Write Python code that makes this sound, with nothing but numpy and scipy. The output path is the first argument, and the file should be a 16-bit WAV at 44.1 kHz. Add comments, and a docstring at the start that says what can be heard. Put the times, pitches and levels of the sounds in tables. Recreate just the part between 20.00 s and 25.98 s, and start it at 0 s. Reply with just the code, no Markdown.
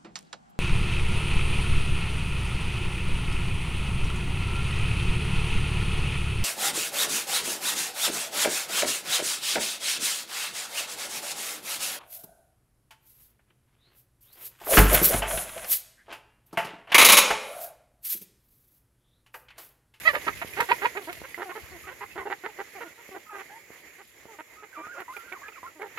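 """Around a pile of wood chips, hens cluck, coo and whine, peck at things and thump the pile.
Voices are rough syrinx pulses ringing in throat, mouth and beak; whines are wavering, breathy tones.
Thumps and pecks are damped rings with a crack. Rustling chips and the murmur of the yard are random
spectra, insects a narrow hiss, wind a lumpy rumble. A hand-held pair of microphones hears it all."""
import sys
import numpy as np
from scipy import signal
from scipy.fft import rfft, irfft
from scipy.io import wavfile
from scipy.ndimage import uniform_filter1d

SR = 44100
rng = np.random.default_rng(int(sys.argv[2]) if len(sys.argv) > 2 else 0)


def master(y):
    """Save y as 16-bit WAV."""
    cut = np.clip(np.atleast_2d(y).T, -1, 1)
    pcm = np.round(cut * 32767)  # scale
    wavfile.write(sys.argv[1], SR, pcm.astype(np.int16))


def makeup_ratio(level_db):
    """Linear amplitude ratio for a level in decibels (20 dB per factor of ten)."""
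    decades = np.asarray(level_db, float) / 20
    return 10 ** decades


N = 263718

# Tilt of the microphone pair. Each row: frequency [Hz], left over right [dB].
PAIR_LEAN = [(60, 2), (150, -6), (380, -1.5), (950, -3), (2380, -10.5), (5980, 1.5), (15000, 2)]


def evened(x):
    """Scales to rms 1."""
    return x / np.sqrt(np.mean(x ** 2) + 1e-20)


def read(points, hz):
    """Reads a spectrum on a log-frequency axis."""
    f, value = np.transpose(points)
    return np.interp(np.log(hz + 1), np.log(f + 1), value)


def add(mix, s, sound):
    """Mixes a sound in at time s."""
    part = mix[round(s * SR):][:len(sound)]
    part += sound[:len(part)]


def resonate(x, hz, width):
    """A resonance of gain 1: shifts the moving frequency hz to zero, smooths, and shifts back."""
    turn = np.exp(2j * np.pi * np.cumsum(hz * np.ones(len(x))) / SR)
    r = np.exp(-np.pi * width / SR)
    return 2 * (turn * signal.lfilter([1 - r], [1, -r], x / turn)).real


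def membrane(hz, rough, jitter=.13, shimmer_db=6., breathy=.2):
    """Syrinx pulses; roughness makes each cycle differ in length and strength and lets air through."""
    chance = rng.standard_normal((3, 8000))[:, :len(hz)]
    cycle = (np.cumsum(hz) / SR).astype(int)
    turns = np.cumsum(hz * np.exp(jitter * rough * chance[0, cycle])) / SR
    pulses = sum(np.cos(2 * np.pi * k * turns) for k in range(1, 13))
    strength = makeup_ratio(shimmer_db * rough * chance[1, (turns + .5).astype(int)])
    return evened(pulses * strength) + breathy * rough * chance[2]


def cluck(effort_db, hz, rough, bright_db, mouth_hz, beak_hz, beak_db):
    """Pulses ring in throat, mouth and beak; the voice brightens and the mouth rings as effort peaks."""
    # Throat resonances. Each row: frequency [Hz], width [Hz], level before brightness [dB].
    throat_modes = [(410, 474, -3.5), (939, 260, -0.5), (1367, 296, -1), (1963, 420, -5.5),
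                    (2660, 750, -16), (4350, 1450, -34)]
    below_peak_db = effort_db - effort_db.max()  # 0 or negative
    # off the peak the voice is hoarser
    drive = membrane(hz, np.minimum(rough - .012 * below_peak_db, rough + .12))
    bright_db = bright_db + 0.25 * below_peak_db  # dB per octave around 1 kHz
    mouth_db = 34 + 1.05 * effort_db.max() + 1.65 * below_peak_db
    mouth_hz = mouth_hz * hz / hz.max()  # the ring follows the pitch
    beak_hz = beak_hz * np.exp(0.3 * below_peak_db)
    throat = 0
    for k, (f, width, db) in enumerate(throat_modes):
        mode = resonate(resonate(drive, f, width), f, 1.3 * width)
        throat = throat + (-1) ** k * makeup_ratio(db + bright_db * np.log2(f / 1000)) * mode
    beak = makeup_ratio(beak_db) * resonate(resonate(drive, beak_hz, 410), beak_hz, 570)
    mouth = resonate(resonate(drive, mouth_hz, 190), mouth_hz, 240)
    voice = throat + makeup_ratio(mouth_db) * (mouth + beak)
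    # even out the running level, so that effort alone sets it
    loudness = np.sqrt(abs(uniform_filter1d(voice ** 2, 600)) + 1e-9)
    return makeup_ratio(effort_db) * voice / loudness * signal.windows.tukey(len(hz), .25)


def effort(rise, fall, peak_db):
    """Effort in dB: jumps to a shoulder, holds, pushes to a rounded peak and drops."""
    softest_db, round_s = -50.5, 0.0072
    reach_db = max(peak_db - softest_db, 4)
    t = np.arange(0, rise + fall, 1 / SR)
    at = [0, 0.23 * rise, 0.602 * rise, rise, rise + fall]
    # start, shoulder, end of hold, peak, end: shares of the reach lying under the peak
    depth = np.interp(t, at, [0.492, 0.397, 0.308, 0, 0.88])
    return peak_db - reach_db * uniform_filter1d(depth, round(round_s * SR), mode="nearest")


def call(rise, fall, db, top_hz, mouth_hz, rough, bright_db, beak_hz, beak_db):
    """Pitch climbs with effort and sags a little after the peak; a harder call is brighter."""
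    effort_db = effort(rise, fall, db)
    rising = np.arange(len(effort_db)) < np.argmax(effort_db)
    sag_per_db = np.where(rising, .02, .00425)  # share of the pitch
    hz = top_hz * np.exp(sag_per_db * np.maximum(effort_db - db, -14))
    return cluck(effort_db, hz, rough, bright_db + 0.5255 * db, mouth_hz, beak_hz, beak_db)


def squawk(hens):
    """One startled squawk, the beak wide open: the mouth rings near the third harmonic."""
    # Course of the squawk. Each row: time in seconds, effort in dB, pitch in Hz.
    squawk_course = [(0.048, -30, 593), (0.065, -23.5, 651), (0.08, -10.5, 667), (0.1, -27, 585),
                     (0.121, -38, 560)]
    s, db, hz = np.transpose(squawk_course)
    t = np.arange(s[0], s[-1], 1 / SR)
    voice = cluck(np.interp(t, s, db), np.interp(t, s, hz), rough=.05, bright_db=9,
                  mouth_hz=1935, beak_hz=1310, beak_db=-24.5)
    add(hens, s[0], voice)


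def boks(hens):
    """Voiced calls of the nearest hen, with little roughness and a half-open mouth."""
    # Each row: start in seconds, rise in seconds, fall in seconds,
    # effort aimed at before the peak is rounded in dB, top pitch aimed at in Hz.
    bok_calls = [(0.685, 0.035, 0.026, -14, 497.6), (0.812, 0.048, 0.02, -18, 495.3),
                 (0.948, 0.0267, 0.028, -28, 416), (1.07, 0.028, 0.025, -31, 368.3)]
    for s, *row in bok_calls:
        add(hens, s, call(*row, mouth_hz=990, rough=.14, bright_db=14.5, beak_hz=2440, beak_db=-5))


def clucks(hens):
    """Raspy clucks: very uneven pulses, each with a mouth ring of its own."""
    # Each row: start in seconds, rise in seconds, fall in seconds, effort aimed at before
    # the peak is rounded in dB, top pitch aimed at in Hz, mouth ring at the highest pitch in Hz.
    cluck_calls = [(0.128, 0.028, 0.035, -23, 615, 1156), (0.264, 0.02, 0.021, -19, 427, 1310),
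                   (0.563, 0.045, 0.047, -20.5, 493.6, 926), (1.372, 0.057, 0.014, -31.5, 407, 840),
                   (2.15, 0.033, 0.066, -33.5, 395, 833), (2.296, 0.035, 0.0058, -26, 436, 816),
                   (2.435, 0.029, 0.0071, -29, 439.6, 1030), (5.79, 0.035, 0.058, -35.5, 433, 830)]
    for s, *row in cluck_calls:
        add(hens, s, call(*row, rough=.45, bright_db=16.5, beak_hz=2150, beak_db=1))


def mutters(hens):
    """Soft short clucks from the rest of the flock, with a gently arched level and pitch."""
    # Each row: start in seconds, length in seconds, peak effort in dB, top pitch in Hz,
    # brightness at the peak in dB per octave.
    mutter_calls = [(0.413, 0.022, -30.5, 347, 6), (1.235, 0.027, -41, 527, 2.5),
                    (1.49, 0.03, -37, 370, 1.5), (1.551, 0.032, -37, 436, -0.5),
                    (1.867, 0.041, -40.5, 373, 2.5), (1.905, 0.028, -44, 531, 0.5),
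                    (2.005, 0.043, -39, 414, 1.5), (2.252, 0.034, -32.5, 404, -4.5),
                    (2.585, 0.035, -34, 405, -1.5), (2.803, 0.037, -36.5, 479, 1),
                    (2.974, 0.045, -52.5, 481, 2), (3.145, 0.032, -39, 387.4, -3.5),
                    (3.325, 0.059, -41.5, 404, -1), (3.382, 0.041, -40.5, 390, 2),
                    (3.981, 0.048, -49.5, 396, 0.5), (4.384, 0.03, -40.5, 315, 1.5),
                    (4.623, 0.029, -45, 432, 1), (4.77, 0.049, -42, 323.5, -4),
                    (4.944, 0.051, -46.5, 557, -0.5), (4.976, 0.053, -40, 373, 0.5),
                    (5.162, 0.018, -42, 410, 0.5), (5.316, 0.032, -40.5, 368.7, 0.5),
                    (5.482, 0.013, -42.5, 433, 2.5), (5.972, 0.035, -31, 456, 6.5)]
    for s, length, db, hz, bright_db in mutter_calls:
        below_db = 20 * (np.linspace(0, 1, round(length * SR)) - 0.574) ** 2
        pitch = hz * np.exp(-.0085 * below_db)
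        add(hens, s, cluck(db - below_db, pitch, rough=.36, bright_db=bright_db,
                           mouth_hz=2 * hz, beak_hz=2330, beak_db=-37))


def coo(db, hz, length, mouth_hz):
    """Steady pulses through a closed beak: a few clean overtones on a sagging pitch."""
    u = np.linspace(0, 1, max(round(length * SR), 200))
    drive = membrane(hz * (1 - 0.19 * u ** 2), .08)
    mouth = resonate(resonate(drive, mouth_hz, 230), mouth_hz, 700)
    broad = makeup_ratio(-10.0) * resonate(resonate(drive, 320, 850), 960, 1800)
    return makeup_ratio(db - 2.6 * u) * evened(mouth - broad) * signal.windows.tukey(len(u), .3)


def coos(hens):
    """Clear coos, each with its own mouth resonance."""
    # Each row: start in seconds, level before it sags in dB, first pitch in Hz, length in seconds,
    # mouth resonance in Hz.
    coo_calls = [(1.006, -44, 396, 0.029, 375), (1.451, -41, 389, 0.052, 760),
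                 (1.165, -54, 342, 0.023, 680), (1.575, -48.5, 417, 0.028, 405),
                 (1.712, -47, 378, 0.067, 348), (2.483, -44.5, 448, 0.023, 885),
                 (2.748, -42.5, 403, 0.047, 720), (2.839, -47.5, 355, 0.044, 352),
                 (3.109, -44.5, 385, 0.075, 390), (4.276, -51.5, 458, 0.088, 1100),
                 (5.75, -54, 318, 0.059, 330)]
    for s, *row in coo_calls:
        add(hens, s, coo(*row))


def whistle(db, hz, unsteady, fade_s=0.0069):
    """A wavering, breathy tone with an octave that is strong on low whines and faint on high ones."""
    # The octave against its tone. Each row: frequency of the octave [Hz], level [dB].
    octave_level = [(1500, 3), (1900, -11), (2450, -13), (3000, -38)]
    chance = rng.standard_normal((2, 16000))
    waver = evened(uniform_filter1d(chance[0], 150))[:len(hz)]
    phase = 2 * np.pi * np.cumsum(hz * (1 + unsteady * waver)) / SR  # unsteady: share of the pitch
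    tone = np.sin(phase) + makeup_ratio(read(octave_level, 2 * hz)) * np.sin(2 * phase)
    air = makeup_ratio(-14) * evened(resonate(chance[1, :len(hz)], hz, 160))  # escapes around the tone
    fade = signal.windows.tukey(len(hz), min(2 * fade_s * SR / len(hz), 1))
    return np.sqrt(2) * makeup_ratio(db + 1.37 * waver[::-1]) * (tone + air) * fade


def whines(whiners):
    """Short whines, as straight slides; some rows are overtones or successive parts of one whine."""
    # Each row: start in seconds, length in seconds, level around which it wavers in dB,
    # first pitch in Hz, last pitch in Hz.
    whine_slides = [(1.513, 0.022, -43, 1160, 1000), (2.005, 0.041, -40, 934, 1074),
                    (2.178, 0.045, -43, 2260, 1944), (2.188, 0.051, -44.5, 1137, 990),
                    (3.262, 0.045, -54, 1268, 1254), (1.835, 0.049, -51, 1210, 1350),
                    (2.105, 0.04, -54, 2730, 2500), (2.255, 0.047, -56, 2800, 2760),
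                    (2.845, 0.051, -53.5, 1447, 1400), (3.29, 0.086, -46, 1275, 1220),
                    (3.3, 0.06, -50, 879, 785), (3.495, 0.019, -52, 755, 870),
                    (3.512, 0.074, -50, 832, 938), (4.565, 0.064, -53, 1282, 1263),
                    (4.835, 0.04, -47, 1498, 1402), (4.96, 0.039, -49.5, 564, 908),
                    (5.27, 0.082, -51, 1400, 1517), (5.345, 0.037, -47, 1450, 890),
                    (5.415, 0.035, -49, 1030, 1310), (5.43, 0.053, -45.5, 1620, 1700),
                    (5.455, 0.051, -54, 1290, 1197), (3.3, .08, -72, 2570, 2390),
                    (5.525, 0.04, -53.5, 2730, 2360), (5.52, 0.0098, -48, 1130, 1480),
                    (5.555, 0.038, -47.5, 1470, 990), (5.627, 0.044, -42, 990, 1070),
                    (5.66, 0.033, -44, 1450, 1310)]
    for s, length, db, first_hz, last_hz in whine_slides:
        hz = np.geomspace(first_hz, last_hz, round(length * SR))
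        add(whiners, s, whistle(db, hz, unsteady=.022))


def long_whines(whiners):
    """Two long whines by one hen, each wandering through several pitches in one breath."""
    # One list for each whine. Each row: time in seconds, level around which it wavers in dB,
    # pitch before smoothing in Hz.
    whine_courses = [
        [(4.725, -46, 1585), (4.745, -49.5, 1518), (4.768, -41.5, 1184), (4.82, -43, 1170),
         (4.878, -45.5, 1276), (4.888, -42.5, 1402), (4.914, -46, 1465), (4.924, -48.5, 1645),
         (4.945, -44.5, 1410), (5.0, -48, 1430), (5.035, -46, 1355)],
        [(5.078, -37.5, 952), (5.1, -40, 1033), (5.125, -45, 1058), (5.14, -47.5, 1462), (5.2, -48.5, 1365),
         (5.238, -57, 1380), (5.25, -53, 1550), (5.31, -59, 1625)],
    ]
    for rows in whine_courses:
        s, db, hz = np.transpose(rows)
        t = np.arange(s[0], s[-1], 1 / SR)
        pitch = uniform_filter1d(np.interp(t, s, hz), size=300)
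        add(whiners, s[0], whistle(np.interp(t, s, db), pitch, unsteady=.01))


def knock(db, hz, t60):
    """A damped ring of the struck thing plus a brief crack; it takes at least 2 ms to fall 60 dB."""
    t = np.arange(2000) / SR
    ring = np.sin(2 * np.pi * hz * t) * makeup_ratio(-60 * t / max(t60, .002)) * (1 - np.exp(-t / 0.000097))
    crack = 0.18 * rng.standard_normal(len(t)) * np.exp(-t / 0.0055) * min(hz / 3000, 1)
    return makeup_ratio(db) * (ring + crack)


def thumps(hens):
    """Feet and beaks thump the pile: the ring dies within a few cycles."""
    # Each row: start in seconds, level before damping in dB, ring in Hz.
    thump_hits = [(0.605, -8, 1540), (0.447, -23, 447), (1.129, -20, 2340), (1.217, -23.5, 536),
                  (2.908, -39, 454), (3.091, -29.5, 460), (3.704, -30, 480), (4.255, -30, 496),
                  (4.869, -27.5, 870), (5.004, -23.5, 1490), (5.631, -27.5, 780)]
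    for s, db, hz in thump_hits:
        add(hens, s, knock(db, hz, t60=2.9 / hz))


def pecks(hens):
    """Beaks tap something hard and hollow, which rings on for longer."""
    # Each row: start in seconds, level before damping in dB, ring in Hz.
    peck_hits = [(0.536, -31, 2430), (1.3444, -25.5, 2030), (2.0612, -41, 2080), (5.1665, -30.5, 2360),
                 (5.3246, -29, 2260), (5.4828, -35.5, 2410), (5.8198, -31, 2200)]
    for s, db, hz in peck_hits:
        add(hens, s, knock(db, hz, t60=0.03))


def ports(x, lag_s, lean_db):
    """The ports differ in colour; above the bass the left lags; each gets a short, dense scatter of echoes."""
    hz = np.fft.rfftfreq(N, 1 / SR)
    above_bass = hz ** 2 / (hz ** 2 + 900 ** 2)
    lag = np.exp(-1j * np.pi * hz * lag_s * above_bass)
    half = makeup_ratio(.5 * (read(PAIR_LEAN, hz) + lean_db)) * lag  # half of the difference for each port
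    direct = irfft(rfft(x) * np.array([half, 1 / half]), N)
    t = np.arange(2500) / SR
    # random ground echoes
    scatter = rng.standard_normal((2, len(t))) * (rng.random((2, len(t))) < .04)
    echoes = scatter * makeup_ratio(-60 * t / 0.07) * (t > .002)
    echoes = echoes / np.linalg.norm(echoes[0])
    return direct + makeup_ratio(-7.5) * signal.fftconvolve(direct, echoes, axes=1)[:, :N]


def hiss(spectrum, level_db, patchy_db, flicker_db, swell_db):
    """Random short-time spectra with patches, flicker and swell, partly alike at the two ports."""
    # Each row: frequency [Hz], left-right likeness [0-1].
    likeness = [(60, 0.95), (290, 1), (700, 0.47), (1500, 0.65), (3000, 0.17)]
    frames, hz = N // 128 + 5, np.fft.rfftfreq(512, 1 / SR)
    a, b, c, d, chance = rng.standard_normal((frames, 257, 5)).T  # each: frequency by time
    flicker = evened(uniform_filter1d(uniform_filter1d(chance, 150, 0), 3, 1))
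    swell = evened(uniform_filter1d(chance.mean(0), 24))
    patches = evened(uniform_filter1d(uniform_filter1d(chance, 8, 0), 20, 1))
    same = np.clip(read(likeness, hz), -1, 1)[:, None]
    left = a + 1j * b
    z = np.array([left, same * left + np.sqrt(1 - same ** 2) * (c + 1j * d)])
    uneven_db = patchy_db * patches + flicker_db * flicker + swell_db * swell
    z *= makeup_ratio(read(spectrum, hz)[:, None] + uneven_db)
    z *= makeup_ratio(np.outer([.5, -.5], read(PAIR_LEAN, hz)))[:, :, None]
    return makeup_ratio(level_db) * evened(signal.istft(z, nperseg=512, noverlap=384)[1][:, :N])


def rustle(level_db):
    """Chips rustling nearby: a hiss with a lively flicker."""
    # Each row: frequency [Hz], relative density [dB per Hz].
    rustle_spectrum = [(120, -13), (200, -1), (517, -26), (610, -33), (848, -26), (1640, -11.5), (2450, -2),
                       (8030, -14.5), (11800, -3), (15800, -24)]
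    return hiss(rustle_spectrum, level_db, patchy_db=1.5, flicker_db=2.5, swell_db=1.2)


def yard(level_db):
    """The distant murmur of the yard: a fairly smooth hiss."""
    # Each row: frequency [Hz], relative density [dB per Hz].
    yard_spectrum = [(29, -38), (50, -4), (81, -10.5), (257, -21), (352, -2.5), (700, -10), (1500, -11.5),
                     (2050, -0.5), (2600, -11.5), (3720, -20), (5890, -18), (6970, -11.5), (8050, -30),
                     (12100, -16), (15800, -26.5)]
    return hiss(yard_spectrum, level_db, patchy_db=1.6, flicker_db=.7, swell_db=1.3)


def insects():
    """A steady narrow hiss from the grass, unrelated at the two ports."""
    hz, width_hz, db = 7100, 690, -66.5
    edges = (hz - width_hz / 2, hz + width_hz / 2)
    band = signal.butter(2, edges, "band", fs=SR, output="sos")
    return makeup_ratio(db) * evened(signal.sosfilt(band, rng.standard_normal((2, N))))


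def wind(t):
    """Lumpy rumble, unrelated at the two ports and stronger in the left."""
    # The microphones swing, then come to rest.
    # Each row: time in seconds, level midway between the ports and before the lumps in dB.
    gusts = [(0, -57), (0.7, -57.5), (1.0, -74), (1.2, -56.5), (1.45, -73), (1.73, -54), (1.95, -66),
             (2.2, -57.5), (2.35, -80.5), (5.98, -75)]
    hz = np.fft.rfftfreq(N, 1 / SR)
    shape = read([(35, -46), (60, 11.0), (130, 0.5), (220, -3.0), (320, -29), (600, -64)], hz)
    rumble = irfft(rfft(rng.standard_normal((2, N))) * makeup_ratio(shape), N)
    lumps = evened(uniform_filter1d(rng.standard_normal((2, N)), 2500, 1))
    level_db = np.interp(t, *np.transpose(gusts))
    return makeup_ratio(level_db + 4 * lumps + np.array([[1.5], [-1.5]])) * evened(rumble)


def scene():
    """Hens, thumps and pecks over rustle, yard murmur, insects and wind."""
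    # Commotion around the pile. Each row: time in seconds, rustling chips in dB, murmur of the yard in dB.
    commotion = [(0, -48, -40.5), (0.3, -44.5, -43), (0.5, -48.5, -46.5), (0.65, -43.5, -41),
                 (1.05, -51, -49.5), (1.15, -50.5, -48), (1.4, -51.5, -48), (2.05, -55, -51),
                 (2.4, -58, -52), (2.8, -57.5, -49), (3.1, -60, -52), (3.9, -63.5, -50.5),
                 (4.05, -58.5, -59.5), (4.2, -68, -53.5), (4.4, -59.5, -54), (4.9, -72, -53),
                 (5.2, -55, -50.5), (5.4, -66, -49.5), (5.85, -60.5, -55), (5.98, -80, -47.5)]
    hens, whiners = np.zeros((2, N))
    for source in (squawk, boks, clucks, mutters, coos):
        source(hens)
    for source in (whines, long_whines):
        source(whiners)
    for source in (thumps, pecks):
        source(hens)
    t = np.arange(N) / SR
    near = t < 1.15  # the startled hens are close by until the holder steps back
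    flock = ports(hens * near, lag_s=0.00023, lean_db=0.03)
    flock = flock + ports(hens * ~near, lag_s=.00006, lean_db=0.15)
    flock = flock + ports(whiners, lag_s=.0001, lean_db=0.98)
    s, rustle_db, murmur_db = np.transpose(commotion)
    chips = rustle(np.interp(t, s, rustle_db))
    murmur = yard(np.interp(t, s, murmur_db))
    return flock + chips + murmur + insects() + wind(t)


def top_cut(x):
    """Nothing passes above the cut-off."""
    return signal.sosfilt(signal.butter(12, 15830, fs=SR, output="sos"), x)


def record(dry):
    """The microphones cut the deepest bass."""
    bass_cut = signal.butter(4, 52., "high", fs=SR, output="sos")
    return top_cut(signal.sosfilt(bass_cut, dry))


dry = scene()
out = record(dry)
master(out)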